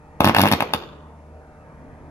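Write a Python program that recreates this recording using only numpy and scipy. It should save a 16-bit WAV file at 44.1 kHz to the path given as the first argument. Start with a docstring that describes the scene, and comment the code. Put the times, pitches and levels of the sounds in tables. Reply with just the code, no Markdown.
"""An electric arc pops and crackles on a burning utility pole beside a road.
It strikes in single pops and in short runs, once per half cycle of the mains power.
Each strike is a small blast with a spit of sizzle; the paving and the buildings throw it back.
A fire engine idles nearby, over distant traffic and a faint hiss."""
import sys
import numpy as np
from scipy import signal
from scipy.fft import rfft, irfft
from scipy.io import wavfile
from scipy.ndimage import uniform_filter1d

SR = 44100
rng = np.random.default_rng(int(sys.argv[2]) if len(sys.argv) > 2 else 0)


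def output_pcm(signal):
    """Save a mono or channel-first signal as 16-bit PCM at the path in sys.argv[1].

    Samples are clipped to [-1, 1] before scaling.
    """
    pcm = np.clip(np.atleast_2d(signal).T, -1, 1) * 32767
    wavfile.write(sys.argv[1], SR, np.round(pcm).astype(np.int16))


N = 92610  # 2.1 seconds


def amp(db):
    """Turns decibels into a number to multiply a sound by."""
    return 10 ** (np.asarray(db) / 20)


def unit(x):
    """Scales a signal so that its average strength (rms) is one."""
    return x / np.sqrt(np.mean(x ** 2) + 1e-20)


def read(points, hz, column=1):
    """Looks up a table at any pitch, sliding smoothly between its rows."""
    table = np.array(points, float)
    return np.interp(np.log(hz + 1), np.log(table[:, 0] + 1), table[:, column])


def add(mix, start_s, sound):
    """Adds a sound to the mix at a given time."""
    part = mix[max(round(start_s * SR), 0):][:len(sound)]
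    part += sound[:len(part)]


def pulse(db_at, size=4096):
    """The shortest click with a given tone; db_at gives its level at each pitch."""
    cepstrum = irfft(np.log(amp(db_at(np.fft.rfftfreq(size, 1 / SR)))))
    cepstrum[1:size // 2] *= 2  # this line and the next pack the energy at the start
    cepstrum[size // 2 + 1:] = 0
    return irfft(np.exp(rfft(cepstrum)))


def through(x, response):
    """Gives a sound the tone or the echo of another sound."""
    return signal.fftconvolve(x, response)[:N]


def delayed(x, delay_s):
    """Delays a sound, even by less than one sample."""
    hz = np.fft.rfftfreq(2 * N, 1 / SR)
    return irfft(rfft(x, 2 * N) * np.exp(-2j * np.pi * hz * delay_s))[:N]


def drift(rate_hz):
    """A smooth random wobble; a higher rate makes it quicker."""
    smoothing = np.exp(-(np.fft.rfftfreq(N, 1 / SR) / rate_hz) ** 2)
    return unit(irfft(rfft(rng.standard_normal(N)) * smoothing, N))


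def paired(a, b, likeness):
    """Makes left and right from two noises: likeness 1 is the same, 0 unrelated, -1 opposite."""
    likeness = np.clip(likeness, -1, 1)
    return np.array([a, likeness * a + np.sqrt(1 - likeness ** 2) * b])


def engine():
    """The idling fire engine drones at multiples of its firing rate; the lowest tone swells and sinks."""
    # tones of the drone: multiple, level_db
    tones = [(1, -51), (2, -54.5), (3, -65), (4, -67), (6, -60), (8, -59), (10, -64), (12, -62),
             (16, -70.5)]
    # throb of the lowest tone: time_s, boost_db
    throb = [(0, -14), (.12, -6), (.9, -1), (1.0, 3), (1.2, 4), (1.43, 2), (1.55, -9.5), (1.8, 3.5),
             (1.96, -12), (2.06, 4)]
    firing_hz, waver, flutter_db = 76, 0.004, 2
    firings = np.cumsum(firing_hz * (1 + waver * drift(rate_hz=3.83))) / SR
    throb_db = np.interp(np.arange(N) / SR, *np.transpose(throb))
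    drone = np.zeros(N)
    for multiple, db in tones:
        level_db = db + flutter_db * drift(rate_hz=7.6) + throb_db * (multiple == 1)
        drone += amp(level_db) * np.sqrt(2) * np.sin(2 * np.pi * (multiple * firings + rng.random()))
    return drone


def traffic(size=2048):
    """Road rumble and tyre noise come in drifting patches and swell as cars near."""
    # tone of the road: pitch_hz, relative_db
    tone = [(20, -17), (50, 1.5), (75, -5), (110, -6.5), (170, -7.5), (240, -6), (350, -11), (520, -10.5),
            (950, -13), (1500, -20.5), (2400, -28), (3500, -44), (6500, -53.5), (16000, -80)]
    # how alike left and right are: pitch_hz, likeness
    likeness = [(50, 0.71), (140, 1), (300, .88), (640, 0.94), (1400, 0.68), (3000, -1.34), (7000, -0.098)]
    # swells of the traffic: time_s, rumble_db, tyres_db
    swells = [(0, -49, -49), (.17, -40.5, -47.5), (1.0, -46, -48.5), (1.302, -51.5, -47),
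              (1.65, -46.5, -47.5), (1.8, -42, -46), (2.1, -47, -46)]
    patch_db, tyres_from_hz = 2.54, 300
    hz, _, noise = signal.stft(rng.standard_normal((2, N)), SR, nperseg=size)
    patches = uniform_filter1d(rng.standard_normal(noise.shape[1:]), size=12, axis=0)  # blur over pitch
    patches = unit(uniform_filter1d(patches, size=8, axis=1))  # blur over time
    spectrum = paired(*noise, read(likeness, hz)[:, None])
    spectrum *= amp(read(tone, hz)[:, None] + patch_db * patches)
    road = unit(signal.istft(spectrum, SR, nperseg=size)[1][:, :N])
    rumble = signal.sosfiltfilt(signal.butter(2, tyres_from_hz, fs=SR, output="sos"), road)
    tyres = road - rumble
    time_s, rumble_db, tyres_db = np.transpose(swells)
    t = np.arange(N) / SR
    return rumble * amp(np.interp(t, time_s, rumble_db)) + tyres * amp(np.interp(t, time_s, tyres_db))


def hiss(level_db=-72):
    """Two microphones each make a faint, steady noise of their own."""
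    # tone of the hiss: pitch_hz, relative_db
    tone = [(1000, -6), (6500, -0.5), (8000, -4), (11000, -2), (12500, -16), (16000, -23)]
    colour = pulse(lambda hz: read(tone, hz))
    return amp(level_db) * unit(np.array([through(noise, colour) for noise in rng.standard_normal((2, N))]))


def arc():
    """Each strike sends out one blast of air pressure with a rasping front, and a grainy sizzle."""
    # strikes of the arc: start_s, thump_db, crack_db, edge_db, sizzle_db
    strikes = [(0.2054, -8, -7, -18.5, -20), (0.2178, -27, -13, -28, -40), (.2362, -28, -27, -43, -34),
               (0.2446, -10, -8.5, -10.5, -19), (0.2537, -13.5, -23, -30, -18.5),
               (0.2648, -6, -14.5, -22.5, -30), (.2743, -10.5, -9.5, -12.5, -24.5),
               (0.2863, -12, -21.5, -23, -23), (0.2953, -8.5, -9.5, -14, -39),
               (0.3476, -22.5, -14, -10.5, -29.5), (.3641, -32.5, -22.5, -19.5, -36),
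               (.3655, -19, -11, -12, -23), (.3667, -35, -15.5, -16, -42), (0.3758, -15.5, -25.5, -32, -28),
               (.3848, -12, -10.5, -19.5, -18.5), (0.3944, -11.5, -9.5, -22.5, -22),
               (0.4054, -11, -17, -14, -26), (0.4155, -12, -23.5, -19.5, -19), (0.426, -8.5, -26, -35, -27),
               (0.436, -8, -10, -17, -26), (.4472, -13, -14.5, -25, -33), (0.456, -9.5, -10, -15.5, -29.5),
               (0.4664, -14.5, -15.5, -22, -31), (0.4748, -20, -32, -17.5, -24),
               (0.4857, -17.5, -23.5, -23.5, -28), (.5070, -39, -31, -46, -45),
               (0.5152, -12, -15, -17.5, -23), (0.5239, -13.5, -15, -19, -16.5),
               (0.5347, -10.5, -13, -24, -19), (0.6058, -20, -14.5, -14, -29),
               (0.6236, -21.5, -13.5, -27, -32.5), (0.7361, -28.5, -13.5, -21, -19),
               (.7384, -41.5, -24.5, -45, -52), (0.7464, -18, -20.5, -27, -32.5)]
    # tone of a blast: pitch_hz, boost_db
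    blast_tone = [(20, -28), (50, 16.5), (85, 34.5), (200, 37), (350, 36.5), (650, 35), (1050, 32.5),
                  (1400, 28.5), (2000, 26), (2700, 28), (4200, 18), (8000, -0.5), (16000, 1)]
    # tone of its ragged front: pitch_hz, boost_db
    rasp_tone = [(300, -27), (1200, -14.5), (1900, 0.5), (2800, -9.5), (4000, -11.5), (5300, 1),
                 (7000, -23.5), (16000, -47)]
    # tone of the sizzle: pitch_hz, boost_db
    sizzle_tone = [(200, -14.5), (1500, 6), (3500, 12), (5200, 3.5), (6800, -6.5), (8500, -9), (11500, 4.5),
                   (14000, -1.5), (16000, -3.5)]
    thump_hz, crack_from_hz, crack_to_hz, edge_hz = 231, 410, 1200, 1730
    rasp_fade_s, sizzle_delay_s, spit_s = 0.0023, 0.00067, 0.00089
    afterglow_db, afterglow_s = -22, 0.006  # the hot gas hisses on briefly
    blasts, front, heat = np.zeros((3, N))
    t = np.arange(N) / SR
    for start_s, thump_db, crack_db, edge_db, sizzle_db in strikes:
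        balance = [(thump_hz, thump_db), (crack_from_hz, crack_db),
                   (crack_to_hz, crack_db), (edge_hz, edge_db)]
        add(blasts, start_s, pulse(lambda hz: read(blast_tone, hz) + read(balance, hz)))
        add(front, start_s, amp(edge_db) * np.exp(-t[:SR // 50] / rasp_fade_s))
        age = t - start_s - sizzle_delay_s
        spit = np.exp(-abs(age) / spit_s)  # rises and falls equally fast
        afterglow = amp(afterglow_db) * np.exp(-abs(age) / afterglow_s) * (age >= 0)
        heat += amp(sizzle_db) * (spit + afterglow)
    rasp = through(front * rng.standard_normal(N), pulse(lambda hz: read(rasp_tone, hz)))
    grains = unit(rng.standard_normal(N) * amp(3 * drift(rate_hz=2900)))
    sizzle = through(heat * grains, pulse(lambda hz: read(sizzle_tone, hz)))
    return blasts + amp(-3.5) * rasp + amp(5) * sizzle


def reverberation(size=256):
    """The street's answer to a click: quick scatter from things nearby, then a long tail."""
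    # ring of the street: pitch_hz, early_db, late_db, late_fade_s (to fall 60 dB), left_right_likeness
    ring = [(80, -20, -20.5, 1, 0.98), (219, -1.5, -8, 0.73, 1), (498, -3.5, -6.5, 0.72, .6),
            (880, -7, -14, 0.49, 0.79), (1150, -2, -8.5, .8, 0.15), (2000, -1, -9, 0.64, 0.26),
            (3550, -9, -13.5, 0.66, 0.2), (5000, -10, -15, 0.49, 0), (7200, -7.5, -10.5, 0.52, 0.057),
            (8500, -6, -28, 0.42, 0.064), (12000, -12, -19, 0.33, 0.039), (14800, -20, -16.5, .38, 0.071),
            (16000, -26, -37.5, .3, 0)]
    early_fade_s, early_rise_s, late_rise_s = 0.11, 0.0013, 0.012
    scatter = unit(rng.standard_normal((2, N)) * amp(4 * np.clip(drift(rate_hz=900), -2, 2)))
    hz, t, spectrum = signal.stft(scatter, SR, nperseg=size)
    early_db, late_db, late_fade_s, likeness = (read(ring, hz, column=k)[:, None] for k in range(1, 5))
    power = 0
    for db, fade_s, rise_s in (early_db, early_fade_s, early_rise_s), (late_db, late_fade_s, late_rise_s):
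        shape = ((1 - np.exp(-t / rise_s)) * np.exp(-np.log(1000) * t / fade_s)) ** 2
        power = power + amp(db) ** 2 * shape / (shape.mean(-1, keepdims=True) * N)
    return signal.istft(paired(*spectrum, likeness) * np.sqrt(power), SR, nperseg=size)[1][:, :N]


def street(sound):
    """The sound arrives from the left, bounces off the paving and echoes between the buildings."""
    # duller tone on the shaded right side: pitch_hz, boost_db
    shade = [(100, 0.5), (250, 0.5), (1000, -1), (2500, -0.5), (4500, -7.5), (8000, -17.5), (12000, -13),
             (16000, 0)]
    # echoes from nearby surfaces: delay_s, left_db, right_db
    echoes = [(.0046, -19.5, -21.5), (0.014, -14.5, -12.5), (.0252, -20, -18), (0.039, -21.5, -20.5),
              (.088, -22, -28.5), (.1, -27, -24.5), (.195, -35, -40)]
    bounce_s, right_lag_s, echo_lag_s, echo_top_hz = 0.001106, 0.0001, 0.00015, 4200
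    left = sound + amp(-3) * delayed(sound, bounce_s)
    right = through(delayed(left, right_lag_s), pulse(lambda hz: read(shade, hz)))
    mix = np.array([left, right])
    dull = signal.sosfilt(signal.butter(2, echo_top_hz, fs=SR, output="sos"), left)
    for delay_s, left_db, right_db in echoes:
        mix[0] += amp(left_db) * delayed(dull, delay_s)
        mix[1] += amp(right_db) * delayed(dull, delay_s + echo_lag_s)
    return mix + np.array([through(sound, tail) for tail in reverberation()])


def scene():
    """The arc in the street, over the engine, the traffic and the hiss."""
    left, right = engine() + traffic()
    road = np.array([left, delayed(right, delay_s=0.00012)])  # the road lies to the left
    return street(arc()) + road + hiss()


def record(dry):
    """Rounds off the loudest peaks and cuts the highest treble."""
    rounded = dry / (1 + dry ** 6) ** (1 / 6)
    treble_cut = signal.firwin(255, cutoff=16500, window=("kaiser", 8), fs=SR)
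    return signal.oaconvolve(rounded, treble_cut[None], "same")


dry = scene()
out = record(dry)
output_pcm(out)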